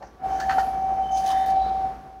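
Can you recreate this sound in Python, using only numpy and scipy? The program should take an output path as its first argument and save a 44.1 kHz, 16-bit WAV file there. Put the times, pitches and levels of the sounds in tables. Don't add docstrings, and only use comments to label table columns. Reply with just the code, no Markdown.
import sys
import numpy as np
from scipy import signal
from scipy.fft import rfft, irfft, next_fast_len
from scipy.io import wavfile
from scipy.ndimage import map_coordinates

SR = 44100
rng = np.random.default_rng(int(sys.argv[2]) if len(sys.argv) > 2 else 0)


def master(y):
    cut = np.clip(np.atleast_2d(y).T, -1, 1)
    pcm = np.round(cut * 32767)
    wavfile.write(sys.argv[1], SR, pcm.astype(np.int16))


N = 97020

# t/s, level/dB
WHINE_LEVEL = [(0.15, -76.5), (0.24, -28), (0.26, -24.5), (0.29, -32), (0.33, -22.5), (0.43, -29.5),
               (0.47, -23), (0.58, -22), (0.66, -25.5), (0.8, -26.5), (0.93, -22), (0.96, -29), (1.01, -20),
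               (1.07, -30.5), (1.16, -20.5), (1.19, -24), (1.41, -20), (1.46, -26), (1.52, -19),
               (1.61, -19.5), (1.64, -24), (1.7, -23.5), (1.82, -28.5), (1.85, -23), (1.98, -43.5),
               (2.2, -45)]
# f/Hz, relative level/dB
PAPER_SPECTRUM = [(2500, 9), (4000, 9.5), (6400, 12.5), (7500, 1), (9500, 4.5), (13800, -2.5), (15700, -5)]


def amp(db):
    return 10 ** (np.asarray(db) / 20)


def unit(x):
    return x / np.sqrt(np.mean(x ** 2) + 1e-20)


def clock():
    return np.arange(N) / SR


def level(rows):
    return amp(np.interp(clock(), *np.transpose(rows)))


def wobble(rate):
    return map_coordinates(rng.standard_normal(4096), [clock() * rate + 2], mode="wrap")


def filtered(x, response):
    size = next_fast_len(N + SR // 2)
    return irfft(rfft(x, size) * response(np.fft.rfftfreq(size, 1 / SR)), size)[:N]


def noise(points):
    f, db = np.transpose(points)

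    def response(hz):
        return amp(np.interp(np.log(hz + 1), np.log(f), db)) * np.minimum(hz / f[0], 1) ** 2
    return unit(filtered(rng.standard_normal(N), response))


def ringing(modes):
    def response(hz):
        return sum(amp(db) / (1 + ((hz - f) / (0.79 * width)) ** 2) for f, width, db in modes)
    return unit(filtered(rng.standard_normal(N), response))


def blow(onset, attack, t60):
    t = np.maximum(clock() - onset, 0)
    return (1 - np.exp(-t / attack)) * amp(-60 * t / t60)


def stroke(onset, length):
    return np.sin(np.pi * np.clip((clock() - onset) / length, 0, 1))


def room(x, t60=0.4, gap_s=0.004):
    t = np.arange(SR // 2) / SR
    tail = rng.standard_normal(len(t)) * amp(-60 * t / t60) * (t > gap_s)
    return signal.fftconvolve(x, tail / np.linalg.norm(tail))[:N]


def hum(hz=57.1):
    # t/s, level/dB
    envelope = [(0.0, -83), (0.06, -55), (0.21, -65), (0.27, -47.5), (1.23, -45.5), (1.56, -51),
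                (1.62, -38), (2.08, -57.5), (2.2, -50)]
    return level(envelope) * np.sqrt(2) * np.sin(2 * np.pi * hz * clock() + 0.16 * wobble(12))


def roller_hiss():
    # t/s, level/dB
    envelope = [(.22, -69), (.25, -56.5), (.6, -51), (.8, -59.5), (1.05, -59.5), (1.5, -60.5),
                (1.85, -59.5), (2.2, -70)]
    # f/Hz, relative level/dB
    spectrum = [(1200, -15.5), (2300, 3.5), (3900, 1), (5300, 1.5), (6300, -1.5), (7200, -7.5), (9200, -11),
                (11000, -7.5), (15500, -13)]
    return level(envelope) * noise(spectrum)


def gears(case_db=-5.5):
    # t/s, level/dB
    drive = [(0.0, -56), (0.02, -49), (0.18, -53.5), (0.27, -41), (0.46, -43.5), (0.49, -41), (0.87, -43),
             (1.87, -42.5), (2.2, -54.5)]
    # f/Hz, relative level/dB
    spectrum = [(28, -7), (60, 6), (120, -3), (260, -1.5), (420, -0.5), (600, -5.5), (1050, -8),
                (1700, -12), (2100, -19.5), (3000, -29), (6000, -61)]
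    # f/Hz, level/dB re the rumble
    partials = [(145.5, -13.5), (200, -14), (258.5, -15), (1146, -16)]
    # f/Hz, bandwidth/Hz, relative level/dB
    case_modes = [(728, 82, -1.5), (877, 98, -15)]
    tones = np.zeros(N)
    for hz, db in partials:
        strength = amp(db) * (1 + 0.5 * wobble(21.89))
        tones += strength * np.sin(2 * np.pi * hz * clock() + 0.79 * wobble(18))
    rumble = amp(1.3 * wobble(45.74)) * noise(spectrum)
    excitation = np.sqrt(level(drive) * level(WHINE_LEVEL))
    case = excitation * amp(case_db) * ringing(case_modes)
    return level(drive) * (rumble + np.sqrt(2) * tones) + case


def rubs():
    # t/s, duration/s, f/Hz, bandwidth/Hz, level/dB
    strokes = [(.003, 0.055, 733, 193, -38), (.01, 0.11, 5650, 810, -65), (0.226, 0.28, 1490, 400, -49.5),
               (0.262, 0.23, 6060, 925, -55), (0.446, 0.32, 11130, 1086, -59), (.5, 0.78, 6130, 301, -67),
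               (1.105, 0.11, 6300, 397, -45), (1.201, 0.35, 1778, 225, -44), (1.25, 0.088, 3440, 893, -44),
               (1.28, 0.089, 1080, 231, -41.5), (1.27, 0.68, 3850, 1296, -56.5)]
    return sum(stroke(onset, length) * amp(db + 1.9 * wobble(160)) * ringing([(hz, width, 0)])
               for onset, length, hz, width, db in strokes)


def squeaks(evenness=0.5):
    # t/s, duration/s, first f/Hz, last f/Hz, bandwidth/Hz, level/dB
    glides = [(.398, .06, 1620, 1830, 70, -36), (1.125, .12, 5450, 4600, 400, -53),
              (1.3, .23, 3560, 3660, 90, -53.5), (1.545, .18, 3880, 4000, 65, -52)]
    out = np.zeros(N)
    for onset, length, first_hz, last_hz, width, db in glides:
        slip = signal.hilbert(ringing([(first_hz, width, 0)]))
        evened = slip / np.abs(slip) ** evenness
        shift_hz = np.interp(clock(), [onset, onset + length], [0, last_hz - first_hz])
        tone = np.real(evened * np.exp(2j * np.pi * np.cumsum(shift_hz) / SR))
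        out += amp(db) * stroke(onset, length) * unit(tone)
    return out


def paper_slides():
    # t/s, duration/s, level/dB
    slides = [(1.137, 0.11, -47), (1.224, 0.13, -44.5), (1.324, 0.14, -51), (1.457, 0.077, -50)]
    envelope = sum(amp(db) * stroke(onset, length) for onset, length, db in slides)
    return envelope * unit(amp(3.5 * wobble(700)) * noise(PAPER_SPECTRUM))


def paper_snaps(relative_bandwidth=0.055, ring_db=-2):
    # t/s, f/Hz, level/dB
    snaps = [(1.121, 6250, -46.5), (1.149, 5300, -48), (1.171, 6270, -40), (1.262, 6200, -35.5),
             (1.276, 4100, -38.5), (1.303, 3540, -39.5), (1.314, 5220, -39.5), (1.46, 13300, -42),
             (1.501, 4650, -46), (1.648, 6340, -57)]
    sheet, out = noise(PAPER_SPECTRUM), np.zeros(N)
    for onset, hz, db in snaps:
        fold = amp(ring_db) * ringing([(hz, relative_bandwidth * hz, 0)])
        out += amp(db) * blow(onset, attack=0.00047, t60=0.055) * unit(sheet + fold)
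    return out


def knocks():
    # t/s, thud gain/dB, clack level/dB, tick level/dB
    impacts = [(.023, -60, -41.5, -60), (0.4, -34, -28.5, -38.5), (0.493, -41.5, -21, -44),
               (.508, -39, -24.5, -50), (0.521, -36, -29.5, -52), (.582, -15, -30.5, -48),
               (.593, -36, -30, -46)]
    # f/Hz, relative level/dB
    thud_modes = [(690, -8.5), (775, 13), (830, -14.5), (1423, -3.5)]
    # f/Hz, bandwidth/Hz, relative level/dB
    panel_modes = [(926, 110, 5), (1330, 160, 0.5), (1540, 240, 3.5), (1825, 71, 3.5), (2550, 940, -11.5),
                   (4390, 240, -10.5)]
    # f/Hz, relative level/dB
    tick_spectrum = [(1500, -15.5), (3500, 9.5), (4700, 16), (6500, 14.5), (9000, -4.5), (14500, -3.5)]
    t, out = clock(), np.zeros(N)
    clack, tick = ringing(panel_modes), noise(tick_spectrum)
    for onset, thud_db, clack_db, tick_db in impacts:
        thud = sum(amp(db) * np.sin(2 * np.pi * hz * (t - onset)) for hz, db in thud_modes)
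        out += amp(thud_db) * thud * blow(onset, attack=0.0031, t60=0.05)
        out += amp(clack_db) * clack * blow(onset, attack=0.0017, t60=0.069)
        out += amp(tick_db) * tick * blow(onset, attack=0.00084, t60=0.13)
    return out


def motor_whine(running_hz=767.4, spin_up_s=0.14, tau_s=0.025, full_load_db=-28):
    # f/Hz, lower sideband amplitude re the carrier at full load
    flutter = [(45, 0.11), (84, 0.078)]
    # frequency ratio, level/dB re the carrier
    partials = [(.745, -36.5), (2, -48.5), (3, -40)]
    # t/s, level/dB
    squeal_level = [(.2, -89), (.31, -62), (.6, -54.5), (.72, -75), (1, -68.5), (1.06, -51), (1.16, -51),
                    (1.2, -60.5), (1.3, -48.5), (1.55, -65), (2.2, -105)]
    upper_share = 0.59
    t, envelope = clock(), level(WHINE_LEVEL)
    speed = 1 - 0.2 * np.exp(-np.maximum(t - spin_up_s, 0) / tau_s)
    phase = 2 * np.pi * np.cumsum(running_hz * speed) / SR + 0.36 * wobble(11)
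    load = np.sqrt(np.minimum(envelope / amp(full_load_db), 1))
    tone = (1 + load * 0.12 * wobble(50.66)) * np.sin(phase)
    for hz, depth in flutter:
        turn = 2 * np.pi * hz * t + 0.5 * wobble(11)
        tone += load * depth * (np.sin(phase - turn) + upper_share * np.sin(phase + turn))
    for ratio, db in partials:
        tone += amp(db + 2.5 * wobble(11)) * np.sin(ratio * phase + 0.12 * wobble(25))
    squeal_envelope = level(squeal_level) * (1 + 0.4 * wobble(130))
    squeal = squeal_envelope * np.sin(4 * phase + 0.78 * wobble(80))
    return np.sqrt(2) * (envelope * tone + squeal)


def scene(room_db=-8.5):
    handling = knocks() + paper_slides() + paper_snaps() + rubs() + squeaks()
    machine = motor_whine() + hum() + gears() + roller_hiss()
    return (machine + handling + amp(room_db) * room(handling))[None]


def record(dry):
    cutoff_hz = 15750
    return filtered(dry[0], lambda hz: hz < cutoff_hz)[None]


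dry = scene()
out = record(dry)
master(out)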